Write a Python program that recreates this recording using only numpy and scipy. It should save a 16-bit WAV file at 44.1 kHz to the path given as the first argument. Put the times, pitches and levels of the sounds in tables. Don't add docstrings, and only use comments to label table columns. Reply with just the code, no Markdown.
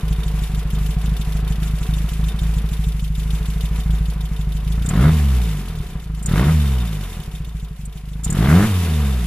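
import sys
import numpy as np
from scipy import signal
from scipy.fft import rfft, irfft, next_fast_len
from scipy.io import wavfile

SR = 44100
rng = np.random.default_rng(int(sys.argv[2]) if len(sys.argv) > 2 else 0)


def pcm_store(signal):
    levels = np.round(np.clip(np.atleast_2d(signal), -1, 1) * 32767)
    wavfile.write(sys.argv[1], SR, levels.astype(np.int16).T)


def volts_from_db(level):
    exponent = np.asarray(level, float) / 20
    return 10 ** exponent


N = 408366

# time in seconds, speed in turns per minute.
CRANK_SPEED = [(0.0, 785.3), (0.2, 789.0), (0.4, 755.1), (0.6, 771.8), (0.8, 754.1), (1.0, 800.5),
               (1.2, 769.2), (1.4, 775.5), (1.6, 783.0), (1.8, 776.9), (2.0, 792.5), (2.2, 794.4),
               (2.4, 808.2), (2.6, 800.6), (2.8, 792.6), (3.0, 761.5), (3.2, 778.6), (3.4, 794.9),
               (3.6, 787.4), (3.8, 816.8), (4.0, 800.2), (4.2, 782.6), (4.4, 761.0), (4.6, 764.2),
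               (4.75, 821.5), (4.85, 864.1), (4.9, 1074.4), (4.96, 1507.4), (5.03, 2044.6), (5.08, 2376.4),
               (5.13, 2311.8), (5.25, 2040.8), (5.4, 1736.9), (5.6, 1405.0), (5.8, 1082.4), (6.0, 842.7),
               (6.15, 770.3), (6.26, 825.1), (6.31, 1147.5), (6.38, 1657.0), (6.45, 2135.1), (6.5, 2390.7),
               (6.56, 2253.0), (6.7, 1957.1), (6.85, 1675.4), (7.0, 1422.3), (7.2, 1127.3), (7.4, 884.7),
               (7.6, 746.0), (7.8, 718.4), (8.0, 752.6), (8.15, 762.2), (8.25, 853.7), (8.31, 1088.9),
               (8.4, 1624.7), (8.5, 2210.7), (8.6, 2927.0), (8.65, 3328.1), (8.72, 2763.6), (8.85, 2460.3),
               (9.0, 2151.5), (9.13, 1893.1), (9.26, 1599.6)]
# time in seconds, strength in dB against a full firing.
LEAN_FIRINGS = [(0.073, -6), (0.149, -29), (0.225, -25), (0.264, -0.5), (0.302, -9), (0.381, -5),
                (0.46, -17.5), (0.539, -1.5), (0.617, -22), (0.695, -16.5), (0.774, -2.5), (0.853, -4.5),
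                (0.93, -28), (1.006, -19), (1.158, -27), (1.236, -16), (1.314, -7), (1.391, -6),
                (1.469, -6), (1.546, -20), (1.622, -1), (1.661, -5), (1.699, -4), (1.776, -16), (1.815, -1),
                (1.853, -21), (1.93, -1), (1.968, -2.5), (2.006, -3), (2.081, -29), (2.157, -6),
                (2.308, -26), (2.345, -1), (2.382, -13), (2.456, -1), (2.531, -8), (2.606, -27.5),
                (2.681, -25.5), (2.719, -1), (2.756, -14), (2.832, -11), (2.909, -21.5), (2.987, -11),
                (3.065, -8), (3.143, -11), (3.182, -1), (3.22, -6), (3.297, -4), (3.373, -32), (3.449, -19),
                (3.524, -14.5), (3.6, -12), (3.676, -27), (3.751, -8), (3.824, -21), (3.973, -16),
                (4.048, -16), (4.124, -32), (4.2, -7), (4.238, -3), (4.277, -26), (4.355, -17), (4.434, -7),
                (4.512, -6), (4.591, -5), (4.63, -4), (5.725, -8), (5.75, -8), (5.777, -5.5), (5.832, -26),
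                (5.862, -14), (5.892, -12.5), (5.923, -9), (5.991, -28), (6.026, -9), (6.063, -3.5),
                (7.223, -19), (7.251, -22), (7.309, -30), (7.34, -1), (7.372, -13), (7.44, -10),
                (7.476, -4), (7.512, -13), (7.589, -29), (7.63, -0.5), (7.67, -24), (7.752, -21),
                (7.835, -1), (7.877, -1), (7.917, -12), (7.998, -10), (8.077, -1), (8.117, -1)]
# time in seconds, pipe ring in dB, open-throttle blast in dB, shut-throttle hum in dB.
EXHAUST_LEVELS = [(0, -16.5, -45, -40), (1, -17, -32, -48), (2, -19.5, -25, -43), (3, -18, -45, -44),
                  (4.1, -17, -36, -45), (4.55, -20, -43, -53), (4.8, -19.5, -23.5, -57),
                  (4.88, -20, -21.5, -60), (4.92, -23, -14.5, -60), (5.06, -22, -7.5, -47),
                  (5.09, -18, -9.5, -40), (5.13, -49, -27, -19.5), (5.35, -50, -44, -19),
                  (5.6, -48, -24, -26), (5.72, -18.5, -39, -36), (5.95, -20.5, -35, -40.5),
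                  (6.25, -27.5, -33, -58), (6.3, -20, -13.5, -60), (6.45, -30, -9, -48),
                  (6.5, -20, -13.5, -33), (6.55, -33, -36, -19), (6.8, -50, -41, -20.5),
                  (7.05, -59, -27, -28.5), (7.2, -24.5, -45, -38), (7.55, -21.5, -43, -58),
                  (7.8, -24.5, -52, -60), (8.23, -28.5, -30.5, -60), (8.27, -17, -23, -60),
                  (8.4, -31, -10.5, -60), (8.55, -36, -3.5, -50), (8.63, -27, -8, -15),
                  (8.67, -52, -26, -19), (8.85, -53, -42, -24.5), (9.03, -50, -47, -20.5),
                  (9.26, -50, -48, -22.5)]
# pitch in Hz, level in dB, time to fade by 60 dB in seconds.
PIPE_MODES = [(53.3, 2.5, 0.33), (113, -20.5, 0.19), (157.2, 3.5, 0.15), (204, -10.5, 0.053),
              (420, -20, .1)]
# pitch in Hz, level in dB, time to fade by 60 dB in seconds.
BLAST_MODES = [(84.6, -2, 0.021), (164, 4.5, 0.045), (236, -19.5, 0.021), (375, 3, 0.033)]
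# multiple of the firing rate, level in dB.
HUM_OVERTONES = [(1, 5), (2, -3.5), (3, -6.5), (4, -15.5)]
# pitch in Hz, level in dB.
HUM_PIPE_RESPONSE = [(40, -5.5), (60, -1.5), (95, -1), (110, -7), (150, 2), (185, -4), (225, -2),
                     (255, -10.5), (400, -17)]
# pitch in Hz, level in dB per Hz.
RASP_SPECTRUM = [(150, -32), (250, 1), (609, -8), (660, -5), (795, -11), (1350, -6), (2160, -14.5),
                 (2330, -22), (6000, -63), (7800, -68), (13200, -120)]
# time in seconds, clatter in dB, fan and intake hiss in dB.
NOISE_LEVELS = [
    [(0.0, -39.5, -46.5), (0.12, -41, -46.5), (1.95, -42.5, -45), (2.25, -42.5, -45), (2.57, -42, -45.5),
     (3.13, -49, -48), (3.3, -42.5, -44.5), (4.23, -44.5, -49), (4.33, -46, -49), (4.61, -44.5, -50),
     (4.7, -44.5, -47)],
    [(4.75, -45.5, -46), (4.89, -44.5, -46), (4.91, -27, -39), (4.92, -41, -41), (4.94, -33.5, -44),
     (5.04, -30, -36.5), (5.2, -35.5, -39), (5.62, -41, -44.5), (5.97, -47, -51.5), (6.04, -50, -54.5),
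     (6.26, -48, -52), (6.29, -39.5, -44), (6.38, -31, -37), (6.43, -30, -37.5), (6.57, -36, -38.5),
     (7.09, -42.5, -46), (7.39, -48.5, -52), (7.7, -52.5, -56.5), (8.24, -53, -54.5), (8.27, -37, -42),
     (8.28, -45, -46.5), (8.42, -29.5, -37.5), (8.57, -27.5, -33), (8.71, -32, -33.5), (9.25, -38.5, -42.5),
     (9.26, -42, -39)],
]
# pitch in Hz, level in dB per Hz.
CLATTER_SPECTRUM = [(120, -10.5), (200, 4.5), (258, -13), (431, -9), (513, -15), (739, -19.5), (812, -20.5),
                    (980, -13.5), (3570, -24.5), (5000, -31), (6500, -56), (11000, -120)]
# pitch in Hz, width in Hz, boost in dB.
CASE_PANELS = [(445, 34, 5.5), (740, 91, 10.5), (984, 13, 2), (1360, 72, 0.5)]
# pitch in Hz, level in dB per Hz.
HISS_SPECTRUM = [(1180, -18), (2000, -6), (2710, -5), (3400, -12.5), (3610, -11), (4300, -13.5),
                 (7910, -11), (9330, -15), (10400, -8), (15200, -17.5), (16000, -28)]
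# pitch in Hz, level in dB per Hz.
TICK_SPECTRUM = [(1290, -30), (2200, -9), (2390, -5), (3420, 0), (3590, -5), (4270, -5.5), (5760, -8),
                 (6920, -13.5), (9330, -10.5), (10300, -10), (16000, -9)]
# pitch in Hz, width in Hz, boost in dB.
ROCKER_RINGS = [(3018, 70, 7), (3636, 41, 20.5), (10100, 200, 8), (11000, 670, 7)]
# place in firings, level in dB over the hiss, decay in seconds.
VALVE_TICKS = [(1.14, 18, 0.0085), (2.315, 16, 0.012), (3.25, 13.5, 0.0064), (0.38, 12, 0.0056)]
# pitch in Hz, level in dB per Hz.
LEAK_SPECTRUM = [(4500, -27), (6000, -6.5), (6900, -4.5), (8000, -2.5), (9500, -21)]
# time in seconds, peak level in dB, pitch in Hz, length in seconds.
PEDAL_SQUEAKS = [(4.86, -21, 7440, 0.0099), (4.889, -14.5, 7400, 0.0099), (6.2264, -28, 8500, 0.016),
                 (6.2597, -15.5, 7050, 0.011), (7.854, -28.5, 8400, 0.011), (8.2352, -25, 6990, 0.011),
                 (8.244, -15, 6750, 0.013), (8.302, -17.5, 7660, 0.011), (8.326, -19.5, 6920, 0.0086)]
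# pitch in Hz, width in Hz, boost in dB.
LINKAGE_RINGS = [(6930, 39, 15), (7250, 90, 0), (7550, 110, 9), (8340, 82, 15)]
# pitch in Hz, likeness from 0 to 1.
LEFT_RIGHT_LIKENESS = [(300, 1.0), (700, .93), (1400, 0.85), (3000, 0.59), (7000, 0.21), (15000, 0.2)]


def in_time(rows):
    s, *columns = np.transpose(rows)
    return [np.interp(np.arange(N) / SR, s, column) for column in columns]


def at_hz(points, hz):
    points = np.array(points)
    return np.interp(np.log(hz), np.log(points[:, 0]), points[:, 1])


def drift(rate):
    knots = rng.standard_normal(int(N / SR * rate) + 3)
    return np.interp(np.arange(N) / SR * rate, np.arange(len(knots)), knots) * np.sqrt(3 / 2)


def stereo_noise(spectrum, peaks=()):
    size = next_fast_len(N)
    hz = np.arange(size // 2 + 1) * SR / size + 1
    shape_db = at_hz(spectrum, hz)
    for centre, width, db in peaks:
        shape_db = shape_db + db / (1 + (2 * (hz - centre) / width) ** 2)
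    alike = np.clip(at_hz(LEFT_RIGHT_LIKENESS, hz), -1, 1)
    white = rfft(rng.standard_normal((2, size)))
    mid, side = white * volts_from_db(shape_db) * np.sqrt([1 + alike, 1 - alike])
    both = irfft([mid + side, mid - side], size)[:, :N]
    return both / np.sqrt(np.mean(both ** 2))


def crank():
    rate = in_time(CRANK_SPEED)[0] / 30
    first_firing = -0.935
    return first_firing + np.cumsum(rate) / SR, rate


def firings(count, spread_db):
    at = np.flatnonzero(np.diff(np.floor(count)) > 0)
    level_db = spread_db * rng.standard_normal(len(at))
    for s, db in LEAN_FIRINGS:
        nearest = np.argmin(abs(at - s * SR))
        level_db[nearest] = db
    clicks = np.zeros(N)
    clicks[at] = volts_from_db(level_db)
    return clicks


def ring(push, modes, crest_s):
    out = 0
    for hz, db, t60 in modes:
        shrink = volts_from_db(-60 / (t60 * SR))
        turn = 2 * np.pi * hz / SR
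        late = 2 * np.pi * hz * crest_s
        start = [np.cos(late), -shrink * np.cos(turn + late)]
        swing = [1, -2 * shrink * np.cos(turn), shrink * shrink]
        out = out + volts_from_db(db) * signal.lfilter(start, swing, push + 1e-18)
    return out


def outflow(clicks, modes, width_s):
    valve = np.hanning(int(width_s * SR))
    early = np.roll(clicks, -len(valve) // 3)
    pulses = np.convolve(early, valve / valve.sum(), "same")
    return -ring(pulses, modes, width_s / 3)


def overrun_hum(count, rate, hum_db):
    lag_s, shift = 0.022, 1.8
    late = count - lag_s * rate + shift
    hum = 0
    for k, db in HUM_OVERTONES:
        level_db = hum_db + db + at_hz(HUM_PIPE_RESPONSE, k * rate) + 0.9 * drift(18.0)
        hum = hum - volts_from_db(level_db) * np.sqrt(2) * np.cos(2 * np.pi * k * late)
    return hum


def exhaust(count, rate):
    pipe_db, blast_db, hum_db = in_time(EXHAUST_LEVELS)
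    clicks = firings(count, spread_db=1.77)
    idle_ring = outflow(volts_from_db(pipe_db) * clicks, PIPE_MODES, width_s=0.0055)
    blast = outflow(volts_from_db(blast_db) * clicks, BLAST_MODES, width_s=0.0042)
    hum = overrun_hum(count, rate, hum_db)
    gust = 0.2 + np.exp(-(count % 1) / rate / 0.005)
    roar = stereo_noise(RASP_SPECTRUM, [(1310, 100, 2.4), (2120, 330, 4.6), (2800, 200, 4)])
    rasp = volts_from_db(blast_db - 14 + 2.3 * drift(40.0)) * gust * roar
    return idle_ring + blast + hum + rasp


def case_clatter(count, clatter_db):
    throb = 1 + 0.18 * np.cos(2 * np.pi * (count - 0.1))
    level = volts_from_db(clatter_db + 3.5 + 1.03 * drift(25.0))
    return level * throb * stereo_noise(CLATTER_SPECTRUM, CASE_PANELS)


def fan_hiss(hiss_db):
    return volts_from_db(hiss_db + 2.2 * drift(30.0)) * stereo_noise(HISS_SPECTRUM)


def valve_train(count, rate, hiss_db):
    place = count + 0.008 * (rate - 26)
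    bursts = 0
    for at, db, decay_s in VALVE_TICKS:
        cycle, within = np.divmod(place - at, 4)
        strength = volts_from_db(db + 1.3 * rng.standard_normal(100))
        since = within / rate
        shape = (1 - np.exp(-since / 0.0032)) * np.exp(-since / decay_s)
        bursts = bursts + strength[cycle.astype(int) + 1] * shape
    from_puff = (place - 2.15 + 2) % 4 - 2
    puff = np.exp(-(from_puff / 0.45) ** 2)
    ticks = bursts * stereo_noise(TICK_SPECTRUM, ROCKER_RINGS)
    leak = volts_from_db(1) * puff * stereo_noise(LEAK_SPECTRUM, LINKAGE_RINGS[:1])
    fade_db = -0.2 * (rate - 26)
    return volts_from_db(hiss_db + fade_db) * (ticks + leak)


def pedal():
    colour = [(2500, -26), (4800, -13), (6400, -15), (7000, -5), (8600, -6.5), (10500, -8), (16000, -8)]
    squeal = stereo_noise(colour, LINKAGE_RINGS)
    out = np.zeros((2, N))
    t = np.arange(1600) / SR
    for s, db, hz, length_s in PEDAL_SQUEAKS:
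        start = int(s * SR) - 60
        span = slice(start, start + len(t))
        shape = (1 - np.exp(-t / 0.0021)) * np.exp(-(t / length_s) ** 2)
        band = signal.butter(1, [hz * 0.85, hz * 1.18], "band", fs=SR, output="sos")
        out[:, span] += volts_from_db(db) * shape * signal.sosfilt(band, squeal[:, span])
    return out


def scene():
    count, rate = crank()
    clatter_db, hiss_db = in_time(np.concatenate(NOISE_LEVELS))
    engine = exhaust(count, rate) + case_clatter(count, clatter_db) + fan_hiss(hiss_db)
    return engine + valve_train(count, rate, hiss_db) + pedal()


def roll_off(x):
    return signal.sosfilt(signal.butter(12, 16560, fs=SR, output="sos"), x)


def record(dry):
    ports = np.array([dry[0], np.roll(dry[1], 2)])
    rumble_cut = signal.butter(1, 12, "high", fs=SR, output="sos")
    top_cut = signal.cheby2(12, 60, 16050, fs=SR, output="sos")
    ports = signal.sosfilt(top_cut, signal.sosfilt(rumble_cut, ports))
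    mix = 1.121 * np.tanh(ports / 1.05)
    return roll_off(mix)


dry = scene()
out = record(dry)
pcm_store(out)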